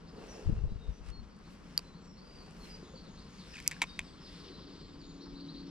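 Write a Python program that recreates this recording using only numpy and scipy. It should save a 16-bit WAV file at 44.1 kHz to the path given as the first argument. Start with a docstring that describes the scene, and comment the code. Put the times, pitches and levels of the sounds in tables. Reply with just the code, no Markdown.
"""Casting at a pond

An angler handles a spinning reel close to a body-worn two-port microphone: the bail clicks open, he
flicks the lure out and the bail snaps shut with a rattle, each contact ringing wire, latch, body and rod.
His sleeve rustles, his fingers rub the rod and low bumps hit the left port. Small birds whistle and chirp
across the water, scattered by the trees. Under a light breeze a distant motor's hum grows near the end."""
import sys
import numpy as np
from scipy import signal
from scipy.fft import rfft, irfft
from scipy.io import wavfile

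SR = 44100
rng = np.random.default_rng(int(sys.argv[2]) if len(sys.argv) > 2 else 0)


def inscribe(sig):
    """Save sig as 16-bit PCM at rate SR to the path in sys.argv[1].

    A 1-D sig is mono; a 2-D sig holds one channel per row.
    Samples are clipped to [-1, 1] before scaling.
    """
    pcm = np.round(np.clip(np.atleast_2d(sig).T, -1, 1) * 32767)
    wavfile.write(sys.argv[1], SR, pcm.astype(np.int16))


N = 251370
T = np.arange(N) / SR
FREQS = np.fft.rfftfreq(N, 1 / SR)


def undb(db):
    return 10 ** (np.asarray(db) / 20)


def curve(rows):
    """Gain over time from (time [s], level [dB]) rows."""
    return undb(np.interp(T, *np.transpose(rows)))


def unit(x):
    return x / np.sqrt(np.mean(x ** 2))


def colour(x, points):
    """Shape x by (frequency [Hz], gain [dB]) points; rms 1."""
    hz, db = np.transpose(points)
    return unit(irfft(rfft(x) * undb(np.interp(np.log(FREQS + 1), np.log(hz), db)), N))


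def walk(rate_hz):
    """Smooth random wander; rms 1."""
    hz = FREQS[FREQS < 3 * rate_hz]
    spectrum = rng.standard_normal(len(hz)) + 1j * rng.standard_normal(len(hz))
    return unit(irfft(spectrum * np.exp(-(hz / rate_hz) ** 2), N))


def add(out, start_s, x):
    i = max(int(round(start_s * SR)), 0)
    out[i:i + len(x)] += x[:max(N - i, 0)]


def fade(t, t60_s):
    return np.exp(-np.log(1000) * t / t60_s)


def low_pass(x, order, corner_hz):
    return signal.sosfilt(signal.butter(order, corner_hz, fs=SR, output="sos"), x)


def sweep(hz):
    return np.sin(2 * np.pi * np.cumsum(hz) / SR)


def spread(make, side_db):
    """Diffuse source: a common part plus a weaker part, opposite at the two ports."""
    return make() + undb(side_db) * make() * np.array([[1], [-1]])


def echoes(x, t60_s, side_db):
    """Decaying scattered reflections; about as much energy per port as x."""
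    t = T[:SR]
    tail = spread(lambda: rng.standard_normal(SR), side_db) * fade(t, t60_s) * (1 - np.exp(-t / 0.0051))
    tail /= np.sqrt(np.sum(tail ** 2) / 2)
    return signal.fftconvolve(x[None], tail, axes=1)[:, :N]


def air():
    """Distant country noise in wandering bands; breeze rumble that differs between the ports."""
    # open-air and breeze spectra: (frequency [Hz], gain [dB])
    air_colour = [(20, 1.5), (45, 3.5), (90, -2.5), (125, -9), (165, 6), (220, -0.5), (310, -10.5),
                  (450, -10), (700, -20), (1100, -16), (1800, -25.5), (3000, -31.5), (5500, -31),
                  (9000, -43.5)]
    breeze_colour = [(20, -7), (50, -18), (110, -5), (250, -6.5), (600, -17.5), (1500, -20.5), (5000, -46),
                     (10000, -61)]
    # open-air envelope: (time [s], level [dB])
    levels = [(0, -52), (.4, -51.5), (.75, -55.5), (1.7, -52), (2.2, -53.5), (2.7, -52), (4.4, -51.5),
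              (5.7, -52.5)]
    bands_hz = [(20, 130), (130, 260), (260, 700), (700, 2000), (2000, SR)]
    spectrum = rfft(colour(rng.standard_normal(N), air_colour))
    bands = [irfft(spectrum * ((FREQS >= lo) & (FREQS < hi)), N) for lo, hi in bands_hz]
    country = sum(band * undb(1.52 * walk(27.76)) for band in bands)
    breeze = colour(rng.standard_normal(N), breeze_colour) * undb(2 * walk(11.0))
    return curve(levels) * (country + undb(-12.5) * breeze * np.array([[1], [-1]]))


def motor():
    """Far motor: tones waver and flutter on their way over the water, above a low roar."""
    # hum tones: (frequency [Hz], gain [dB])
    tones = [(161.5, -13.5), (177.6, -15), (242, -15.5), (280, -4.5), (317.6, -13), (350, -13)]
    # roar spectrum: (frequency [Hz], gain [dB])
    roar_colour = [(120, -32), (250, 0.5), (400, 4), (520, -3.5), (800, -24.5), (3000, -70)]
    # hum and roar envelopes: (time [s], level [dB])
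    hum_levels = [(0, -69), (4.2, -61.5), (4.45, -56.5), (4.9, -55), (5.45, -46), (5.7, -46.5)]
    roar_levels = [(0, -81), (4.15, -73), (4.45, -55), (4.9, -63), (5.7, -60.5)]
    speed = 1 + .003 * walk(4)
    hum = 0
    for hz, db in tones:
        scatter = 1 + .19 * (walk(18) + 1j * walk(18))
        phase = 2 * np.pi * np.cumsum(hz * speed) / SR
        hum = hum + undb(db) * np.imag(scatter * np.exp(1j * phase))
    roar = curve(roar_levels) * colour(rng.standard_normal(N), roar_colour)
    return curve(hum_levels) * np.sqrt(2) * hum + roar


def twitter():
    """Far songbird: a quick run of falling chirps, each slightly different; rms 1."""
    rate_hz, note_s = 15, 0.02066
    out = np.zeros(N)
    u = np.linspace(0, 1, int(note_s * SR))
    for k, (late, pitch, size) in enumerate(rng.standard_normal((90, 3))):
        hz = 5000 * (1 + .06 * pitch) * (1 - 0.19 * u)
        add(out, (k + .2 * late) / rate_hz, undb(2 * size) * np.sin(np.pi * u) * sweep(hz))
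    return unit(out)


def chorus():
    """Far birds, growing louder: a twitter, its echo and a wash of treble noise."""
    # chorus envelope: (time [s], level [dB])
    levels = [(0, -70.5), (1.0, -73), (1.8, -76.5), (3.3, -64.5), (4.1, -64), (4.4, -57.5), (4.85, -60.5),
              (5.1, -65), (5.7, -60)]
    # wash spectrum: (frequency [Hz], gain [dB])
    wash_colour = [(2500, -8), (3200, 0), (3900, 1.5), (4600, 1), (5300, 0.5), (6000, -14.5), (8000, -33)]
    gain = curve(levels)
    run = gain * twitter()
    wash = spread(lambda: colour(rng.standard_normal(N), wash_colour) * undb(2 * walk(25)), side_db=-18.5)
    echo = echoes(run, t60_s=0.23, side_db=-22.0)
    return undb(-14.5) * run + undb(-13.5) * echo + undb(-5.5) * gain * wash


def song():
    """All bird calls as (start [s], length [s], pitch path [Hz], level [dB], direct share [dB])."""
    # slow whistles: (start [s], length [s], end pitch [Hz], glide [ratio], level [dB], direct share [dB])
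    whistles = [(.29, 0.14, 6850, 0, -67, 0), (0.675, 0.088, 3950, 0.022, -72, 1),
                (0.778, 0.085, 3600, -0.06, -68, -5.5), (0.922, 0.076, 5950, 0.0095, -68.5, -1.5),
                (1.014, .06, 2630, -0.022, -72, 1), (1.112, 0.1, 4260, -0.013, -55.5, 0),
                (1.831, .11, 4030, -0.012, -64.5, -1), (2.002, 0.1, 7400, -0.018, -74.5, -2),
                (2.023, 0.15, 5190, -0.1, -65, -3), (2.166, 0.32, 4630, -0.063, -63, -3.5),
                (2.595, 0.088, 4120, -0.038, -59.5, -2), (2.687, 0.085, 4830, -0.019, -52, -1.5),
                (2.695, .1, 6130, 0.032, -70, -3), (2.818, 0.11, 6700, -0.0098, -69, -3.5),
                (3.06, 0.097, 6560, -0.02, -71, -5), (3.262, .1, 6560, -0.025, -72.5, -8),
                (3.861, 0.11, 3800, 0.025, -58.5, -2), (4.019, 0.16, 8000, .01, -75, 1),
                (4.511, 0.064, 3950, -0.03, -57, -2), (4.726, 0.21, 7120, -0.086, -80, -4),
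                (4.985, .17, 6680, -0.055, -71, -4.5)]
    # chirps: (start [s], length [s], first pitch [Hz], last pitch [Hz], level [dB], direct share [dB])
    chirps = [(0.063, 0.038, 4000, 5450, -60, -2), (0.154, 0.049, 5200, 3300, -64.5, -3.5),
              (1.282, 0.052, 5400, 4130, -71.5, -7), (1.436, 0.045, 3740, 4800, -66.5, -3.5),
              (1.929, 0.036, 3800, 4720, -62, -4.5), (2.164, 0.031, 4100, 4850, -57, -3),
              (2.385, 0.035, 4040, 4770, -62, -4.5), (2.833, 0.037, 4190, 3050, -65.5, -8.5),
              (2.944, .035, 4800, 4190, -58.5, -10), (2.98, 0.041, 5110, 3910, -71, -13),
              (3.02, 0.044, 4800, 3380, -66, -9), (3.15, .045, 3600, 5160, -61, -12),
              (3.376, 0.044, 5300, 3050, -56.5, -4.5), (3.48, 0.06, 5750, 4500, -57, -7),
              (3.868, 0.053, 5200, 4320, -58, -5), (4.035, .06, 5520, 4070, -60, -3),
              (4.078, 0.026, 3800, 3100, -61.5, 0), (4.167, 0.032, 3650, 3140, -66, -3),
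              (4.205, 0.061, 5500, 4500, -58.5, -10), (4.241, 0.051, 4820, 3020, -59.5, -5),
              (4.975, 0.036, 5090, 4470, -60.5, -5.5), (5.007, 0.039, 4770, 3460, -57, -3.5),
              (5.094, 0.03, 4750, 3520, -59, -0.5), (5.193, 0.036, 3615, 4940, -54.5, -5.5),
              (5.204, .05, 5800, 4770, -61, -5), (5.344, 0.033, 3600, 4980, -52.5, -3.5),
              (5.381, 0.041, 3660, 5000, -56, -4.5), (5.481, 0.035, 3650, 4950, -51, -2.5),
              (5.543, 0.045, 3750, 4890, -52, -3.5), (5.667, 0.028, 5330, 5800, -64.5, -4)]
    calls = [(s, length_s, [hz * (1 - glide), hz], db, direct_db)
             for s, length_s, hz, glide, db, direct_db in whistles]
    calls += [(s, length_s, [first_hz, last_hz], db, direct_db)
              for s, length_s, first_hz, last_hz, db, direct_db in chirps]
    trill = [(4.321 + k * 0.067, 0.038, np.array([5160, 3650]) * (1 + 0.0165 * detune), -61.5, -7)
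             for k, detune in enumerate(rng.standard_normal(8))]
    arched_call = (.275, 0.1, [5700, 5920, 5920, 5570, 5200, 5400], -57, -1.5)
    return calls + trill + [arched_call]


def birds():
    """Whistled glides; the farther the bird, the more it wavers and the more the trees scatter it."""
    direct, scattered = np.zeros(N), np.zeros(N)
    waver, flutter, drift, leaves = walk(150), walk(60), walk(20), walk(200)
    for s, length_s, path_hz, db, direct_db in song():
        u = np.linspace(0, 1, int(length_s * SR))
        here = (int(s * SR) + np.arange(len(u))) % N
        share = undb(min(direct_db, 0))
        waver_depth = 0.000493 + 0.021 * (1 - share)
        flutter_db = 1.0 + 7.5 * (1 - share)
        glide_hz = np.interp(u, np.linspace(0, 1, len(path_hz)), path_hz)
        hz = glide_hz * (1 + 0.0019 * drift[here] + waver_depth * waver[here])
        swell = np.abs(np.sin(np.pi * u)) ** 0.6 * undb(db)
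        add(direct, s, swell * sweep(hz) * share * undb(flutter_db * flutter[here]))
        smeared = swell * sweep(hz * (1 + .009 * leaves[here]))  # moving leaves smear the pitch
        add(scattered, s, smeared * (1 - 0.94 * share) / 0.47)
    return direct + undb(2) * echoes(scattered, t60_s=0.43, side_db=-14)


def friction(points, grain_db):
    """Fibres catch and slip: coloured noise in 32-sample grains of random strength; rms 1."""
    noise = rng.standard_normal(N)
    sizes = np.minimum(rng.exponential(size=N // 32 + 1), 5)
    return colour(noise * undb(grain_db * np.repeat(sizes, 32)[:N]), points)


def strokes(rows):
    """Gain over time of sliding movements, each swelling to a peak and dying away."""
    swells = [undb(db) * np.exp(-((T - peak_s) / np.where(T < peak_s, attack_s, release_s)) ** 2)
              for peak_s, attack_s, release_s, db in rows]
    return np.sqrt(sum(swell ** 2 for swell in swells))


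def sleeve():
    """Cloth brushes dully past the microphone and swishes brightly on quick swings of arm and rod."""
    # sleeve movements: (peak time [s], attack [s], release [s], level [dB])
    brushes = [(.21, 0.086, 0.058, -52.5), (.38, 0.19, 0.27, -52), (.8, 0.95, 0.44, -62),
               (2.52, 0.34, 0.51, -60.5)]
    swishes = [(.33, .14, .17, -71), (1.525, .025, .03, -70), (2.655, 0.094, .065, -63),
               (3.6, .08, 0.14, -66)]
    # their spectra: (frequency [Hz], gain [dB])
    brush_colour = [(100, -15), (250, 1.5), (430, 10.5), (600, 1), (820, -1), (1300, -10.5), (1900, -17),
                    (2300, -34), (2720, -10.5), (3300, -28), (6000, -27), (12000, -36)]
    swish_colour = [(3000, -18.5), (7000, -7), (9000, -9.5), (11000, 2), (12300, 0), (13200, -3),
                    (14200, -2), (15500, -21.5)]
    brush = spread(lambda: friction(brush_colour, grain_db=3.0), side_db=-9.5)
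    swish = spread(lambda: friction(swish_colour, grain_db=0.5), side_db=-7)
    return strokes(brushes) * brush + strokes(swishes) * swish


def fingers():
    """Fingers hiss as they slide on the rod; the resting hand shifts faintly."""
    # slides: (peak time [s], attack [s], release [s], level [dB])
    rubs = [(.33, .16, 0.18, -64), (.92, 0.091, .1, -75), (1.10, 0.055, 0.013, -63.5),
            (1.53, 0.1, 0.069, -70), (1.75, 0.13, 0.12, -67.5), (2.4, 0.16, 0.57, -70),
            (2.66, 0.04, 0.13, -62.5), (3.62, 0.3, 0.28, -62), (3.95, 0.64, 0.23, -70.5),
            (4.32, 0.094, 0.19, -65)]
    # hiss spectrum: (frequency [Hz], gain [dB])
    rub_colour = [(600, -0.5), (1500, 11.5), (2800, 10), (3600, 4), (5200, 9.5), (6800, -1), (8800, 1.5),
                  (10000, 1), (12300, 3), (13500, -27.5), (15500, -37)]
    rest_db = -78.5
    hiss = spread(lambda: friction(rub_colour, grain_db=2.0), side_db=-5.0)
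    return (strokes(rubs) + undb(rest_db)) * hiss


def bumps():
    """Short thuds on slow pressure swings at the left port; the right gets a weak, ragged share."""
    # port bumps: (time [s], thud pitch [Hz], thud level [dB], swing level [dB])
    hits = [(0.477, 67, -22.5, -40), (0.497, 150, -20.5, -32), (0.528, 103, -22, -28),
            (0.561, 95, -34.5, -38), (0.582, 61, -33, -34.5), (.64, 73, -25.5, -27.5),
            (0.672, 63, -37, -35), (0.721, 102, -30, -39), (0.76, 108, -40, -42), (0.797, 75.4, -42, -43),
            (0.895, 71, -32, -32.5), (1.019, 75, -44, -45), (1.095, 65, -46, -35), (1.199, 112, -41, -41),
            (1.239, 65.4, -50, -50)]
    swing_hz, swing_s, thud_cycles = 47.7, 0.034, 0.95
    left, ragged = np.zeros(N), np.zeros(N)
    rough, eddy = walk(104), walk(140)
    for s, thud_hz, thud_db, swing_db in hits:
        thud_s = thud_cycles / thud_hz
        parts = [(swing_hz, swing_s, swing_db),
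                 (thud_hz, thud_s, thud_db),
                 (2.01 * thud_hz, thud_s, thud_db - 8.5)]
        for hz, half_width_s, db in parts:
            near = np.abs(T - s) < 4 * half_width_s
            t = T[near] - s
            swell = undb(db) * np.exp(-(t / half_width_s) ** 2)
            left[near] -= swell * (np.cos(2 * np.pi * hz * t) + 0.29 * rough[near])
            ragged[near] += swell * eddy[near]
    return np.array([left, undb(-25.5) * left + undb(-13.5) * ragged])


def strike(modes, contact_s, grit, grit_t60_s, rocking=False):
    """One contact: modes ring (in alternating sign if the part rocks) and surfaces grate briefly."""
    t = T[:SR // 16]
    ring = 0
    for k, (hz, t60_s, db) in enumerate(modes):
        sign = (-1) ** k if rocking else 1
        ring += sign * undb(db) * fade(t, t60_s) * np.sin(2 * np.pi * hz * t + rng.normal(0, 0.66))
    grating = low_pass(rng.standard_normal(len(t)), 2, 11000) * fade(t, grit_t60_s)
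    return (ring + grit * grating) * (1 - np.exp(-t / contact_s))


def blow(x, db):
    """Set a contact's strength: softer blows touch longer and sound duller."""
    # treble limit: (strength [dB], corner [Hz])
    hardness = [(-13, 10800), (4, 19000)]
    return undb(db) * low_pass(x, 4, np.interp(db, *np.transpose(hardness)))


def line_ticks():
    """The line ticks lightly against the rod."""
    # ticks: (time [s], level [dB])
    ticks = [(1.062, -60), (1.087, -55), (1.102, -51.5), (1.365, -64), (1.3894, -62), (2.0512, -66),
             (2.509, -54), (3.193, -59), (3.4104, -63), (3.5545, -48.5), (3.625, -48)]
    modes = [(6540, .001, -3.5), (8800, .004, 7)]  # (frequency [Hz], t60 [s], gain [dB])
    out = np.zeros(N)
    for s, db in ticks:
        add(out, s, blow(strike(modes, contact_s=0.0003, grit=1.8, grit_t60_s=.008), db))
    return out


def reel():
    """Bail wire, latch and reel body share each blow, which also shakes the rod."""
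    # contacts of the reel, some in quick runs of ticks and rattles: (time [s], bail [dB], latch [dB], body
    # [dB], rod [dB])
    clicks = [(1.777, 7, -36, -51, -71), (1.7865, -27, -48, -55, -65), (1.7915, -12, -30, -39.5, -37.5),
              (3.568, -40, -38, -35, -56), (3.59, -46.5, -42, -42, -62), (3.6014, -38, -34, -34.5, -60),
              (3.662, -43, -40, -40, -58), (3.666, -46, -45.5, -38, -65), (3.6772, -32, 0, -28.5, -70),
              (3.7123, -20, -25.5, -29.5, -51), (3.7167, -25, -26.5, -33, -54),
              (3.7255, -40, -43, -36, -60), (3.7318, -35, -42, -39, -58), (3.817, -21, -26, -27, -38.5),
              (3.8182, -22, -14, -12, -24.5), (3.8203, -26, -26, -25, -34), (3.8213, -26, -30, -20.5, -36),
              (3.8243, -27, -19, -19.5, -33.5), (3.829, -29, -22, -25, -47), (3.8328, -31, -37, -30, -42),
              (3.8349, -38, -47, -27, -38), (3.8393, -35, -45, -27.5, -35), (3.9904, -37, -36, -34.5, -59),
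              (3.992, -27, -20.5, -18.5, -36.5), (4.0035, -46, -55, -37, -52),
              (4.0143, -52, -62, -42.5, -58)]
    # modes of each part: (frequency [Hz], t60 [s], gain [dB])
    bail_modes = [(1650, 0.0019, -10), (4170, 0.0033, -10), (4723, 0.0044, 3), (5480, .005, -33.5),
                  (6920, 0.0037, -17), (8900, 0.0054, -19), (12500, 0.002, 8.5)]
    latch_modes = [(2330, 0.0024, -21.5), (4950, 0.0041, -7), (6200, 0.0032, -3), (7760, 0.0023, -1),
                   (9550, 0.0045, -7), (10140, 0.005, -11.5), (12060, 0.0031, 3), (13400, 0.001, 9.5)]
    body_modes = [(400, 0.011, -20), (930, 0.02, -21.5), (1047, 0.017, -18), (1460, 0.0077, -19.5),
                  (1920, .016, -20.5), (2156, 0.01, -7.5), (2280, 0.011, -2), (2488, 0.027, -13),
                  (2640, 0.0068, -4), (3180, 0.0082, -7.5), (3620, 0.0067, -5.5), (7000, 0.0049, -10.5)]
    rod_modes = [(410, 0.018, -8), (750, 0.02, -8), (973, 0.06, -15), (1117, 0.0074, 10.5),
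                 (1340, 0.013, -4.5)]
    out = np.zeros(N)
    for s, bail_db, latch_db, body_db, rod_db in clicks:
        bail = strike(bail_modes, contact_s=0.0035, grit=0.097, grit_t60_s=0.0032)
        latch = strike(latch_modes, contact_s=0.00064, grit=0.04, grit_t60_s=0.0023, rocking=True)
        body = strike(body_modes, contact_s=0.00077, grit=0.33, grit_t60_s=0.011)
        rod = strike(rod_modes, contact_s=0.0015, grit=.04, grit_t60_s=.02)
        add(out, s, blow(bail, bail_db) + blow(latch, latch_db) + blow(body, body_db) + undb(rod_db) * rod)
    return out


def hand_knocks():
    """The hand knocks dully on grip and rod, one mode per knock."""
    # knocks: (time [s], frequency [Hz], t60 [s], level [dB])
    knocks = [(2.829, 366, 0.021, -34), (2.938, 518, 0.11, -45), (3.713, 1720, 0.018, -36),
              (3.717, 1940, 0.018, -34.5), (3.7652, 1660, 0.02, -41)]
    out = np.zeros(N)
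    for s, hz, t60_s, db in knocks:
        add(out, s, undb(db) * strike([(hz, t60_s, 0)], contact_s=0.00066, grit=.04, grit_t60_s=.02))
    return out


def line_scrapes():
    """The line rasps through the rod's guides."""
    # scrapes: (peak time [s], attack [s], release [s], level [dB])
    scrapes = [(3.541, 0.007, 0.007, -50), (3.559, 0.007, 0.006, -49.5), (3.585, 0.006, 0.015, -49.5),
               (3.665, .015, 0.013, -64.5), (3.722, 0.015, 0.02, -54.5)]
    # rasp spectrum: (frequency [Hz], gain [dB])
    rasp_colour = [(700, -26.5), (1400, -4), (1850, 5.5), (2100, -9), (2500, 8.5), (3200, -8), (4500, -4),
                   (7000, -12), (9000, -19.5), (12000, -26), (15000, -47)]
    return strokes(scrapes) * friction(rasp_colour, grain_db=2.5)


def scene():
    """Tackle in front, handling noise at the microphone; birds, air and motor slightly left."""
    right_lag_s = .000013  # tackle nearly straight ahead: trims the right port's lead
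    contacts = reel() + hand_knocks() + line_ticks()
    bank_echo = echoes(low_pass(contacts, 1, 5000), t60_s=0.057, side_db=-16)  # grass absorbs treble
    tackle = (contacts + undb(-21.5) * bank_echo) * undb([[-.8], [.8]])
    tackle[1] = irfft(rfft(tackle[1]) * np.exp(-2j * np.pi * FREQS * right_lag_s), N)
    handling = fingers() + sleeve() + line_scrapes() + bumps()
    surroundings = birds() + chorus() + air() + motor()
    return tackle + handling + surroundings * undb([[.7], [-.7]])


def record(dry):
    """Two ports colour the sound: the right rings in the top treble, the left lags in phase."""
    # left port's lag: (frequency [Hz], phase [rad])
    port_lag = [(100, 0.03), (500, 0.74), (1000, 0.65), (2200, 0.76), (4800, 1.41), (8000, 2.18),
                (13000, 1.74)]
    # port responses: (frequency [Hz], gain [dB])
    left = [(100, 0.0), (3000, 4.0), (5000, 0.5), (8000, 2.5), (10000, -8), (11000, -7.0),
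            (12300, -20), (15000, -16.0)]
    right = [(100, -.5), (3000, 0.5), (5000, 2.0), (8000, 1.5), (10000, -5.0), (11000, -22.0),
             (12300, -8.0), (13300, -14.0), (15000, -21.0)]
    top_hz = 15600
    gains = np.array([undb(np.interp(FREQS, *np.transpose(port))) for port in (left, right)])
    lag_rad = np.interp(FREQS, *np.transpose(port_lag))
    turn = np.exp(-.5j * lag_rad * np.array([[1], [-1]]))
    ported = irfft(rfft(dry) * gains * turn, N)
    return signal.sosfilt(signal.ellip(8, .2, 70, top_hz, fs=SR, output="sos"), ported)


dry = scene()
out = record(dry)
inscribe(out)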